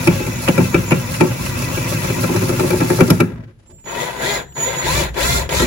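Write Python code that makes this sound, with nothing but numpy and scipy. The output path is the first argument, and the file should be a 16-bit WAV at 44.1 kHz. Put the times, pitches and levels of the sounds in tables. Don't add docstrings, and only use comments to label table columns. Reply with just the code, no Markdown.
import sys
import numpy as np
from scipy import signal
from scipy.fft import rfft, irfft, next_fast_len
from scipy.io import wavfile
from scipy.ndimage import uniform_filter1d

SR = 44100
rng = np.random.default_rng(int(sys.argv[2]) if len(sys.argv) > 2 else 0)


def waveform_to_disk(signal):
    frames = np.transpose(np.atleast_2d(signal))
    scaled = np.clip(frames, -1, 1) * 32767
    samples = np.round(scaled).astype(np.int16)
    wavfile.write(sys.argv[1], SR, samples)


N = 249606
TIME = np.arange(N) / SR

GIVES = [0.085, 0.44, 0.577, 0.735, 0.911, 1.069, 1.224, 1.386, 1.549, 1.70, 1.854, 2.016, 2.166, 2.297,
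         2.411, 2.535, 2.638, 2.724, 2.816, 2.908, 3.004, 3.104]
# [time_s, push_db]
PUSH_FIRST = [(0.0, 0.5), (0.33, -3), (0.58, -0.5), (0.76, -3), (1.38, -3), (1.75, 0.5), (2.25, 0),
              (3.0, -1), (3.2, -10)]
# [time_s, share]
CLARITY_FIRST = [(2.2, 1), (2.6, 0.7)]
PARTIALS_DB = [-4.5, 2.5, 1, 1.5, 4.5, 3.5, -2, 4, -1, 0, 3, -11, 1, -15, -8.5]
# [centre_hz, width_hz, lift_db]
HOUSING = [(470, 60, 4), (700, 35, 4), (873, 35, 4), (1120, 40, 3), (1308, 80, 3), (1706, 65, 3),
           (2050, 120, 4), (2255, 60, 3), (2486, 150, 2), (3421, 40, 6), (3655, 60, 4), (4123, 40, 5),
           (7497, 50, 3)]
# [freq_hz, relative_db_per_hz]
GROWL_FIRST = [(450, -3.5), (600, -0.5), (720, -4), (880, -5.5), (1020, -5), (1400, -4.5), (1800, -8),
               (2100, -7.5), (2500, -7), (2760, -4), (3000, -35), (3600, -11.5)]
# [freq_hz, relative_db_per_hz]
GROWL_SECOND = [(240, -6.5), (420, -1.5), (570, -6.5), (700, -1.5), (810, -7.5), (963, -0.5), (1190, -13.5),
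                (1480, -6.5), (1850, -7), (2730, -12), (2990, -17.5), (3390, -12), (4200, -14.5),
                (4600, -23), (5980, -81)]
# [freq_hz, relative_db_per_hz]
RATTLE_FIRST = [(3000, 5), (3600, 2), (4800, 1), (6000, 7), (7300, 6.5), (8700, 1), (10500, 2), (16000, 4)]
# [freq_hz, relative_db_per_hz]
RATTLE_SECOND = [(3000, -4), (4200, 8.5), (5300, 2.5), (7400, 11.5), (8600, -6), (10500, 0.5), (16000, -1)]
# [freq_hz, relative_db_per_hz]
RUMBLE = [(76, -30), (125, 6), (162, 2.5), (227, 7), (262, 5.5), (295, -5), (351, -4.5), (409, -15.5),
          (477, -27), (521, -16), (600, -29.5), (780, -50.5), (1320, -120)]
# [freq_hz, relative_db_per_hz]
BOOM_FIRST = [(25, -22.5), (50, -3.5), (72, -13.5), (95, -1.5), (125, -2.5), (180, -32.5), (300, -120)]
# [freq_hz, relative_db_per_hz]
BOOM_SECOND = [(25, 6), (43, -11), (59, 4), (74, -5), (108, -16), (135, -10), (180, -14), (300, -120)]
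# [freq_hz, relative_db_per_hz]
SCRAPE = [(4000, -2.5), (7000, -7), (9000, -1.5), (12000, -8.5), (15500, -16.5)]
# [centre_s, db_above_rattle]
SLIPS = [(0.05, 0.5), (0.17, -26), (0.44, 4.5), (0.655, -9.5), (1.125, -6), (1.18, 0), (1.46, -4),
         (1.6, -8), (2.23, -12), (2.98, -10)]
# [speed_turns_per_s, relative_db]
WHISTLE = [(0, -55), (230, -43.5), (430, -34.5), (560, -47.5), (690, -59.5)]
# [start_s, force_db, hardness_db, crack_db, shelf_tilt_db_per_octave]
KNOCKS = [(0.073, -5.5, -7.5, -12, 0), (0.2, -22, -28, -45, 9), (0.266, -27, 2, -23.5, 14),
          (0.485, -7.5, -16, -13.5, -6.5), (0.579, -7.5, -10.5, -18.5, 0), (0.603, -14, -28, -44, -17),
          (0.744, -9, -0.5, -18.5, -3), (0.918, -7.5, -3, -18, -2), (1.208, -6, -5.5, -14.5, 5.5),
          (1.237, -14.5, -32, -35, -3.5), (1.62, -39, 26, -20.5, -3), (1.773, -30.5, 16, -30, -23),
          (1.923, -26.5, 7, -22, -19), (2.044, -25, 4, -24, 4.5), (2.101, -22.5, 4, -36, -3),
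          (2.172, -23, -25, -36, 4), (2.238, -16.5, -1.5, -21, -8), (2.291, -14.5, -18, -37, 3),
          (2.343, -18, -10, -31.5, 2), (2.362, -19, 2.5, -20, -21), (2.418, -18.5, -5, -38, 4),
          (2.492, -16.5, -3.5, -19.5, 0), (2.526, -19.5, -18, -41, 5), (2.596, -16, 4, -18.5, 9),
          (2.632, -14.5, -29, -48, 4.5), (2.705, -19, 6.5, -17, 4), (2.73, -17.5, -3, -33, 9),
          (2.805, -14.5, 0, -19, 1), (2.817, -14, -12, -37, 6), (2.902, -11, -5.5, -22, 7.5),
          (2.988, -17.5, -2, -36, 9), (3.006, -4, 0, -14, -7.5), (3.078, -21.5, -14.5, -21, 4.5),
          (3.103, -4.5, -8, -5.5, -8), (3.203, -8.5, 5, -13, -3.5), (5.005, -24, -4, -39, 1),
          (5.036, -49, 11, -18, 21), (5.598, -19, 4.5, -14.5, -0.5), (5.62, -16, -2, -14.5, 3.5)]
# [freq_hz, relative_db]
SHELF = [(105, -5.5), (170, 7), (188, 4), (222, 5), (246, 3.5), (266, 2.5), (290, -3), (334, -6),
         (357, 2.5), (400, -11), (440, -5), (476, -14.5), (590, -18), (727, -17.5), (872, -16)]
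# [freq_hz, relative_db_per_hz]
CLACK = [(310, 7), (490, 7.5), (595, -9.5), (859, -3.5), (983, -10), (1180, -8.5), (1320, 3.5), (1490, -10),
         (1700, -5), (2100, -15.5), (2730, -51), (4620, -120)]
# [freq_hz, relative_db_per_hz]
CRACK = [(2000, 0.5), (3500, 9.5), (7000, 7), (11000, 7.5), (16000, -9)]
# [freq_hz, relative_db_per_hz]
CHUCK = [(2050, -33), (2300, 5.5), (2530, -4), (2750, -4), (3000, -36)]
SKID_PARTIALS_DB = [-1, -12.5, -16.5, -24.5]
# [start_s, body_db,
# edge_db]
TICKS = [(0.16, -45, -37), (0.476, -8, -12), (0.906, -12, -10.5), (1.141, -16.5, -9.5), (1.312, -22, -50),
         (1.4592, -21, -17), (3.3124, -70, -45), (3.782, -50, -58)]
# [freq_hz, relative_db_per_hz]
TICK = [(500, 13), (1500, 13), (2400, 12.5), (2900, 16), (4000, -32)]
# [freq_hz, relative_db_per_hz]
FREEWHEEL = [(300, 17), (700, -0.5), (1600, 2), (3000, -10.5), (7000, -22), (11000, -32), (16000, -31)]
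# [start_s, level_db]
BUMPS = [(3.304, -26), (3.381, -28), (3.714, -37.5)]
# [freq_hz, relative_db_per_hz]
BUMP = [(45, 0), (90, -7), (160, -4), (350, -31), (700, -22)]
# one start_s, level_db
SET_DOWN = (3.69, -50)
# [centre_s, level_db]
RUBS = [(3.6, -59), (3.635, -60), (3.668, -56), (3.711, -52.5), (3.802, -60)]
# [freq_hz, relative_db_per_hz]
GRIP_COLOUR = [(300, 2), (700, 4.5), (1500, -2.5), (4500, -11), (10000, -10)]
# [start_s, release_s, asked_turns_per_s, spin_up_s]
SQUEEZES = [(3.837, 4.34, 233, 0.019), (4.193, 4.344, 408, 0.047), (4.536, 5.0, 230, 0.022),
            (4.811, 5, 562, 0.059), (5.137, 5.362, 680, 0.056), (5.489, 5.625, 625, 0.036)]
# [time_s, push_db]
PUSH_SECOND = [(3.85, -7), (3.96, -0.5), (4.01, 2.5), (4.15, -3.5), (4.25, 1), (4.58, -2), (4.68, 1),
               (4.85, 0.5), (5.66, 0)]
# [time_s, relative_db]
BITE_SECOND = [(4.0, -31.5), (4.35, -29), (4.7, -26.5), (4.92, -22), (5.2, -23), (5.6, -21)]
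# [time_s, relative_db]
WHISTLE_SECOND = [(3.7, 4), (3.9, 5.5), (4.2, 3.5), (4.45, 7), (4.65, 13), (4.9, 1.5)]
# [start_s, level_db]
GEAR_CLACKS = [(3.841, -42), (4.522, -42.5), (5.142, -24.5), (5.491, -13)]
# [freq_hz, relative_db_per_hz]
GEAR_CLACK = [(300, 22), (700, 10), (1800, 5), (2900, 9), (3800, 2), (7000, -7), (15000, -16)]
# [freq_hz, relative_db_per_hz]
ROOM_TONE = [(15, -40.5), (25, 3), (70, -4), (229, -14), (503, -27), (695, -36), (988, -38), (2550, -37),
             (5140, -44.5), (7110, -46.5), (10100, -46), (16000, -61)]
# [freq_hz, t60_s]
ROOM_T60 = [(100, 0.52), (500, 0.44), (2000, 0.37), (6000, 0.29), (14000, 0.23)]
# [freq_hz, likeness]
LIKENESS = [(60, 0.91), (130, 1), (290, 0.88), (640, 0.42), (1400, 0.11), (3100, 0.067), (7000, 0.075)]
# [freq_hz, left_minus_right_db]
BALANCE_FIRST = [(60, 2), (110, -0.5), (200, -0.5), (380, 3), (700, 4.5), (1290, 6), (2380, 1.5),
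                 (4400, -4), (8120, -1.5), (15000, 1)]
# [freq_hz, left_minus_right_db]
BALANCE_SECOND = [(60, -2), (110, 9), (200, -3.5), (380, 8.5), (700, 7.5), (1290, 2), (2380, 2),
                  (4400, -1.5), (8120, -1.5), (15000, 0.5)]
# [freq_hz, likeness]
PORTS = [(6900, 0), (7700, -0.35), (8400, -0.97), (8900, -0.97), (9500, -0.4), (10300, 0.9), (11100, 0.9),
         (12000, 0.3), (13000, -0.95), (14000, -0.97), (15200, 0.7)]

FREE_TURNS_PER_S, LABOURING_TURNS_PER_S = 560, 440
SAG_TURNS_PER_S2, RECOVER_S = 880, 0.044
FIRST_RELEASE_S, FIRST_COAST_S = 3.19, 0.24
SECOND_TRIGGER_S, SECOND_COAST_S = 3.67, 0.1
TURNS_PER_S_PER_PUSH_DB, SQUEEZE_CREEP_TURNS_PER_S2 = 2, 65
WORKING_TURNS_PER_S, GROWL_KNEE_TURNS_PER_S, GROWL_STEEPNESS = 579, 224.4, 4.3
RATTLE_POWER, RUMBLE_POWER, BOOM_POWER = 1.39, 0.64, 2.1
SPIN_UP_GROWL_DB, SLACK_DB_PER_S = 4, 134
GEAR_RATIO, CARRIER_ROCK_RAD = 7.5, 0.6
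PLANET_SPIN, PLANET_DEPTH = 0.41, 0.85
SHELF_T60_S, WALL_T60_S = 0.52, 1
WALL_HZ, WALL_HUM_DB = 61, -6
SLIP_S, RUB_S = 0.029, 0.012
CHAFE_GROWTH_DB_PER_S = 1.76
WHISTLE_IDLE_HZ, WHISTLE_LOADED_HZ = 7190, 6895
CLACK_PER_FORCE, RING_PER_FORCE = 0.8, 1.08
CLACK_PER_HARDNESS, RING_PER_HARDNESS = 0.38, 0.78
RING_DAMPING_DB_PER_S, CLACK_GROWTH_DB_PER_S = 3.5, 0.5
HOLD_DB_PER_FORCE = 1.98
SKID_START_HZ, SKID_END_HZ, SKID_GLIDE_S, SKID_HOLD_S = 420.5, 232.5, 0.01078, 0.03
ROOM_TONE_DB, CUTOFF_HZ = -48, 15800


def from_db(db):
    return 10 ** (np.asarray(db) / 20)


def rms_one(x):
    return x / np.sqrt(np.mean(x ** 2) + 1e-20)


def in_time(rows):
    s, *columns = np.transpose(rows)
    return [np.interp(TIME, s, c) for c in columns]


def at_hz(points, hz):
    f, value = np.transpose(points)
    return np.interp(np.log(np.maximum(hz, 1)), np.log(f), value)


def drift(rate_hz):
    knots = rng.standard_normal(8000)
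    return 1.3 * np.interp(TIME * rate_hz * 2, np.arange(len(knots)), knots)


def through(x, response):
    size = next_fast_len(x.shape[-1] * 5 // 4)
    hz = np.arange(size // 2 + 1) * SR / size
    return irfft(rfft(x, size) * response(hz), size)[..., :x.shape[-1]]


def colour(x, spectrum):
    def response(hz):
        inside = np.clip(hz + 1, spectrum[0][0], spectrum[-1][0])
        octaves_out = np.abs(np.log2((hz + 1) / inside))
        return from_db(at_hz(spectrum, hz) - 150 * octaves_out)
    return rms_one(through(x, response))


def spread(pair):
    mid = through(pair[0], lambda hz: np.sqrt(1 + np.clip(at_hz(LIKENESS, hz), -1, 1)))
    side = through(pair[1], lambda hz: np.sqrt(1 - np.clip(at_hz(LIKENESS, hz), -1, 1)))
    return np.array([mid + side, mid - side])


def noise(spectrum, size=N):
    return colour(spread(rng.standard_normal((2, size))), spectrum)


def grains(per_s, size_db):
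    born = rng.random(N) < per_s / SR
    strength = from_db(size_db * np.minimum(rng.exponential(1, N), 4))
    return spread(rng.standard_normal((2, N)) * born * strength)


def evened(x, seconds):
    power = uniform_filter1d(np.mean(x ** 2, axis=0), max(int(seconds * SR), 8))
    return x / np.sqrt(power + 1e-4)


def lingering(gain, t60_s):
    fall_db = 60 * TIME / t60_s
    return from_db(np.maximum.accumulate(20 * np.log10(gain + 1e-9) + fall_db) - fall_db)


def add(out, s, sound):
    at = max(round(s * SR), 0)
    out[:, at:at + sound.shape[-1]] += sound[:, :N - at]


def binding_speed():
    points = [(0.00069, (FREE_TURNS_PER_S + LABOURING_TURNS_PER_S) / 2)]
    for s in GIVES + [FIRST_RELEASE_S]:
        since, top = points[-1]
        sagged = max(top - SAG_TURNS_PER_S2 * (s - since), LABOURING_TURNS_PER_S)
        points += [(s, sagged), (s + RECOVER_S, FREE_TURNS_PER_S)]
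    speed, = in_time(points)
    coasting = np.maximum(TIME - FIRST_RELEASE_S, 0)
    return speed * np.exp(-(coasting / FIRST_COAST_S) ** 2.4), coasting


def effort(speed, coasting, push_db, growl_db, rattle_db, rattle_follows, growl_slack_db_per_s):
    spin = (speed / GROWL_KNEE_TURNS_PER_S) ** GROWL_STEEPNESS
    speeding_up = np.clip(np.gradient(speed) * SR / 8000, 0, 1)
    growl_db = growl_db + push_db + SPIN_UP_GROWL_DB * speeding_up - growl_slack_db_per_s * coasting
    rattle_db = rattle_db + rattle_follows * push_db - SLACK_DB_PER_S * coasting
    growl = spin / (1 + spin) * from_db(growl_db)
    rattle = (speed / WORKING_TURNS_PER_S) ** RATTLE_POWER * from_db(rattle_db)
    return growl, rattle


def rotor(turns, flutter_db, smear_rad):
    out = np.zeros((2, N))
    for order, db in enumerate(PARTIALS_DB, 1):
        for side in out:
            carrier = 2 * np.pi * (turns / GEAR_RATIO + rng.random())
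            rocking = CARRIER_ROCK_RAD * np.sin(carrier.astype(np.float32))
            phase = 2 * np.pi * (order * turns + rng.random())
            phase = phase + smear_rad * np.sqrt(order) * drift(60) + rocking
            level = from_db(db + flutter_db * np.minimum(drift(36), 1.2))
            side += level * np.sin(phase.astype(np.float32))
    return spread(out)


def housing(hz):
    return from_db(sum(db / (1 + (2 * (hz - centre) / width) ** 2) for centre, width, db in HOUSING))


def driver(speed, growl, rattle, growl_colour, rattle_colour, grit_db, whirr_db, chop, waver, clarity):
    unsteady = waver * WORKING_TURNS_PER_S / np.maximum(speed, GROWL_KNEE_TURNS_PER_S)
    turns = np.cumsum(speed * (1 + 0.0034 * drift(60) + unsteady * drift(14))) / SR
    change_turns_per_s2 = np.gradient(uniform_filter1d(speed, SR // 30)) * SR
    driven = clarity / np.sqrt(1 + (change_turns_per_s2 / 5500) ** 2)
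    meshing = 1 + PLANET_DEPTH * np.cos(2 * np.pi * PLANET_SPIN * turns + drift(15))
    tone = meshing * rotor(turns, flutter_db=5, smear_rad=.25)
    bunching = 1 + chop * np.cos(2 * np.pi * turns)
    bunching = bunching * (1 + 0.2 * np.cos(2 * np.pi * turns / GEAR_RATIO))
    gears = driven * evened(colour(tone, growl_colour), 0.11)
    grit = np.sqrt(from_db(grit_db) ** 2 + (1 - driven ** 2) / 2)
    gears += grit * colour(grains(3000, 2.7) * bunching, growl_colour)
    teeth = colour(grains(12000, 1.6) * bunching, rattle_colour)
    torn = evened(colour(tone * drift(400), rattle_colour), 0.014)
    teeth += from_db(whirr_db) * driven * torn
    surge = np.clip(speed / (uniform_filter1d(speed, SR // 5) + 1), .5, 2) ** 0.77
    return through(surge * (growl * gears + rattle * teeth), housing)


def screw(speed, coasting, push_db, boom_colour, rumble_db, boom_db, rumble_follows, boom_follows):
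    pace, biting_db = speed / WORKING_TURNS_PER_S, -SLACK_DB_PER_S * coasting
    rumble = pace ** RUMBLE_POWER * from_db(rumble_follows * push_db + biting_db)
    boom = np.minimum(pace, 1) ** BOOM_POWER * from_db(boom_follows * push_db + biting_db)
    wood = from_db(rumble_db) * evened(colour(grains(900, 1.1), RUMBLE), 0.31)
    wall = from_db(boom_db) * evened(noise(boom_colour), 0.1)
    return lingering(rumble, SHELF_T60_S) * wood + lingering(boom, WALL_T60_S) * wall


def scrape(rattle, db, patchy_db):
    chafe = from_db(db + patchy_db * np.clip(drift(24), -2, 2))
    slips = sum(from_db(slip_db) * np.exp(-((TIME - s) / SLIP_S) ** 2) for s, slip_db in SLIPS)
    return rattle * (chafe + slips) * colour(grains(5000, 2.8), SCRAPE)


def whistle(speed, coasting, powered, level_db, octave_db, waver_db, tremble_hz):
    load = uniform_filter1d((speed > 1) * np.exp(-(coasting / 0.14) ** 2), SR // 40)
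    hz = WHISTLE_IDLE_HZ + (WHISTLE_LOADED_HZ - WHISTLE_IDLE_HZ) * load
    hz = hz + (6 + tremble_hz * load) * drift(90)
    db = level_db + np.interp(speed * load, *np.transpose(WHISTLE)) + waver_db * load * drift(9.6)
    phase = 2 * np.pi * np.cumsum(hz) / SR + np.array([[0], [np.pi / 2]])
    tone = np.sin(phase) + from_db(octave_db) * np.sin(2 * phase)
    return uniform_filter1d(powered * 1.0, SR // 50) * from_db(db) * tone


def swelled(spectrum, lead_s, lead_db, t60_s):
    age = TIME[:SR // 4] - .05
    lead = from_db(lead_db) * np.exp(-np.abs(age) / lead_s)
    after = np.maximum(age, 0)
    blow = (1 - np.exp(-after / 0.0005)) * from_db(-60 * after / t60_s)
    return evened(noise(spectrum, size=len(age)), 0.003) * (lead + blow)


def skid():
    age = TIME[:SR // 8]
    varied = np.exp(rng.normal(0, [.25, .08, .2]))
    glide_s, pitch, hold_s = np.array([SKID_GLIDE_S, 1, SKID_HOLD_S]) * varied
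    hz = pitch * (SKID_END_HZ + (SKID_START_HZ - SKID_END_HZ) * np.exp(-age / glide_s))
    cycles = np.cumsum(hz) / SR
    groan = 0
    for order, db in enumerate(SKID_PARTIALS_DB, 1):
        level = from_db(db + rng.normal(0, 0.8))
        phase = 2 * np.pi * (order * cycles + rng.random()) + rng.normal(0, order / 4, (2, 1))
        groan = groan + level * np.sin(phase)
    return rms_one(groan) * (1 - np.exp(-age / 0.0013)) * np.exp(-(age / hold_s) ** 2)


def thump(bend_s, hold_s, t60_s, late_db, tilt_db):
    age, out = TIME[:SR // 3], 0
    lowest_hz, hold_hz = SHELF[0][0], SHELF[3][0]
    for hz, db in SHELF:
        since = np.maximum(age - bend_s * np.sqrt(lowest_hz / hz), 0)
        driven = np.exp(-(since / hold_s) ** 2 * hz / hold_hz)
        fade = (1 - np.exp(-since * hz)) * (driven + from_db(late_db - 60 * since / t60_s))
        phase = 2 * np.pi * (hz * rng.normal(1, 0.014) * since + rng.random())
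        phase = phase + rng.normal(0, hz / 800, (2, 1))
        level = from_db(db + tilt_db * np.log2(hz / lowest_hz) + rng.normal(0, 1.2))
        out = out + level * fade * np.sin(phase.astype(np.float32))
    return out / np.sqrt(np.mean(out[:, :SR // 30] ** 2))


def knocks(thump_db, skid_db, clack_db, ring_db):
    out = np.zeros((2, N))
    for s, force, hardness, crack, tilt in KNOCKS:
        driven_s = min(s, FIRST_RELEASE_S)
        ring = ring_db + RING_PER_FORCE * force + RING_PER_HARDNESS * hardness
        ring -= RING_DAMPING_DB_PER_S * driven_s
        clack = clack_db + CLACK_PER_FORCE * force + CLACK_PER_HARDNESS * hardness
        clack += CLACK_GROWTH_DB_PER_S * driven_s
        contact = from_db(crack) * swelled(CRACK, lead_s=0.004, lead_db=-18, t60_s=0.012)
        contact += from_db(ring) * swelled(CHUCK, lead_s=0.022, lead_db=-24.0, t60_s=0.049)
        contact += from_db(clack) * swelled(CLACK, lead_s=0.0043, lead_db=-1.0, t60_s=0.098)
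        add(out, s - .05, contact)
        add(out, s, from_db(force + skid_db) * skid())
        hold_s = 0.036 * from_db(HOLD_DB_PER_FORCE * force)
        shelf = thump(bend_s=0.0035, hold_s=hold_s, t60_s=0.2, late_db=-7, tilt_db=tilt)
        add(out, s, from_db(force + thump_db) * shelf)
    return out


def first_screw():
    speed, coasting = binding_speed()
    push_db, = in_time(PUSH_FIRST)
    clarity, = in_time(CLARITY_FIRST)
    growl, rattle = effort(speed, coasting, push_db, growl_db=-33.0, rattle_db=-34.5,
                           rattle_follows=1.08, growl_slack_db_per_s=87)
    out = driver(speed, growl, rattle, GROWL_FIRST, RATTLE_FIRST, grit_db=-4, whirr_db=-4,
                 chop=0.3, waver=0.018, clarity=clarity)
    out += screw(speed, coasting, push_db, BOOM_FIRST, rumble_db=-24.5, boom_db=-27.0,
                 rumble_follows=0.6, boom_follows=0.072)
    out += scrape(rattle, db=-4.0 + CHAFE_GROWTH_DB_PER_S * TIME, patchy_db=2.0)
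    out += freewheel(speed, coasting, db=-41)
    out += whistle(speed, coasting, TIME < FIRST_RELEASE_S, level_db=-3, octave_db=-11,
                   waver_db=3, tremble_hz=130)
    return out + knocks(thump_db=-4, skid_db=-6, clack_db=-9.5, ring_db=1.5)


def burst(spectrum, rise_s, t60_s):
    age = TIME[:SR // 4]
    return noise(spectrum, size=len(age)) * (1 - np.exp(-age / rise_s)) * from_db(-60 * age / t60_s)


def ticks(body_db, edge_db):
    out = np.zeros((2, N))
    for s, body, edge in TICKS:
        add(out, s, from_db(body + body_db) * burst(TICK, rise_s=0.0058, t60_s=0.045))
        add(out, s, from_db(edge + edge_db) * burst(CRACK, rise_s=0.0011, t60_s=0.0087))
    return out


def freewheel(speed, coasting, db):
    turns = np.cumsum(speed) / SR
    lumpy = (1 + 0.7 * np.cos(2 * np.pi * turns / GEAR_RATIO)) * from_db(1.5 * drift(20))
    gain = from_db(db) * (speed / WORKING_TURNS_PER_S) ** 0.75 * (1 - np.exp(-coasting / 0.08))
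    whine = 0
    for order in (1, 2, 3, 4):
        phase = 2 * np.pi * (order * turns + rng.random())
        whine = whine + np.sin(phase.astype(np.float32)) / order
    return gain * lumpy * (0.8 * colour(grains(3000, 2), FREEWHEEL) + 0.55 * rms_one(whine))


def shelf_bumps():
    out = np.zeros((2, N))
    for s, db in BUMPS:
        add(out, s, from_db(db) * burst(BUMP, rise_s=0.0076, t60_s=0.24))
    s, db = SET_DOWN
    add(out, s, from_db(db) * thump(bend_s=0.0054, hold_s=0.06, t60_s=0.31, late_db=-2, tilt_db=9.0))
    return out


def grip():
    level = sum(from_db(db) * np.exp(-((TIME - s) / RUB_S) ** 2) for s, db in RUBS)
    return level * colour(grains(3000, 2.5), GRIP_COLOUR)


def squeezed_speed(push_db):
    speed, coasting = np.zeros(N), np.zeros(N)
    for start, release, asked, spin_up in SQUEEZES:
        at = int(start * SR)
        since = TIME[:N - at]
        coasting[at:] = np.maximum(TIME[at:] - release, 0)
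        wanted = asked + TURNS_PER_S_PER_PUSH_DB * push_db[at:] + SQUEEZE_CREEP_TURNS_PER_S2 * since
        run_up = wanted + (speed[at] - wanted) * np.exp(-(since / spin_up) ** 1.5)
        speed[at:] = run_up * np.exp(-(coasting[at:] / SECOND_COAST_S) ** 2)
    return speed, coasting


def wall_hum(speed, coasting, wall_db):
    pace = np.minimum(speed / WORKING_TURNS_PER_S, 1)
    drive = lingering(pace ** BOOM_POWER * from_db(-SLACK_DB_PER_S * coasting), 0.53)
    phase = 2 * np.pi * np.cumsum(WALL_HZ * (1 + 0.06 * drift(9))) / SR
    return drive * from_db(wall_db + WALL_HUM_DB + 1.5 * drift(12)) * np.sqrt(2) * np.sin(phase)


def second_screw():
    push_db, = in_time(PUSH_SECOND)
    wall_db, = in_time(BITE_SECOND)
    whistle_db, = in_time(WHISTLE_SECOND)
    speed, coasting = squeezed_speed(push_db)
    growl, rattle = effort(speed, coasting, push_db, growl_db=-25.5, rattle_db=-26.5,
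                           rattle_follows=1.7, growl_slack_db_per_s=52)
    out = driver(speed, growl, rattle, GROWL_SECOND, RATTLE_SECOND, grit_db=-2.8, whirr_db=-5,
                 chop=0.3, waver=0.014, clarity=1)
    out += screw(speed, coasting, push_db, BOOM_SECOND, rumble_db=-31, boom_db=wall_db - 1,
                 rumble_follows=1.0, boom_follows=0.78)
    out += wall_hum(speed, coasting, wall_db)
    out += scrape(rattle, db=-5.5, patchy_db=1.5) + freewheel(speed, coasting, db=-41)
    return out + whistle(speed, coasting, TIME > SECOND_TRIGGER_S, level_db=whistle_db, octave_db=-10,
                         waver_db=5.0, tremble_hz=30.2)


def gear_clacks():
    out = np.zeros((2, N))
    for s, db in GEAR_CLACKS:
        add(out, s, from_db(db) * burst(GEAR_CLACK, rise_s=0.0005, t60_s=0.03))
    return out


def room(x, near_db, tail_db):
    age, edges_hz = TIME[:SR * 3 // 4], np.geomspace(80, 16000, 9)
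    white, tail = spread(rng.standard_normal((2, len(age)))), 0
    for low, high in zip(edges_hz, edges_hz[1:]):
        band = signal.sosfilt(signal.butter(2, [low, high], "band", fs=SR, output="sos"), white)
        tail = tail + band * from_db(-60 * age / at_hz(ROOM_T60, np.sqrt(low * high)))
    near = spread(rng.standard_normal((2, len(age)))) * from_db(-60 * age / 0.036) * (age > .002)
    echo = from_db(near_db) * rms_one(near) + from_db(tail_db) * rms_one(tail * (age > .012))
    return x + signal.fftconvolve(x, echo / np.sqrt(len(age)), axes=1)[:, :N]


def ports(x):
    mid = through((x[0] + x[1]) / 2, lambda hz: np.sqrt(1 + at_hz(PORTS, hz)))
    side = through((x[0] - x[1]) / 2, lambda hz: np.sqrt(1 - at_hz(PORTS, hz)))
    return np.array([mid + side, mid - side])


def scene():
    dry = ticks(body_db=4, edge_db=-1.5) + shelf_bumps() + grip() + gear_clacks()
    for sound, balance in ((first_screw(), BALANCE_FIRST), (second_screw(), BALANCE_SECOND)):
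        dry = dry + through(sound, lambda hz: from_db(at_hz(balance, hz) * np.array([[.5], [-.5]])))
    return room(dry, near_db=-1.5, tail_db=-15.0) + from_db(ROOM_TONE_DB) * noise(ROOM_TONE)


def record(dry):
    dry = signal.sosfilt(signal.butter(4, 39, "high", fs=SR, output="sos"), ports(dry))
    rounded = dry / (1 + (dry / 0.98) ** 4) ** (1 / 4)
    return signal.sosfilt(signal.ellip(10, .1, 80, CUTOFF_HZ, fs=SR, output="sos"), rounded)


dry = scene()
out = record(dry)
waveform_to_disk(out)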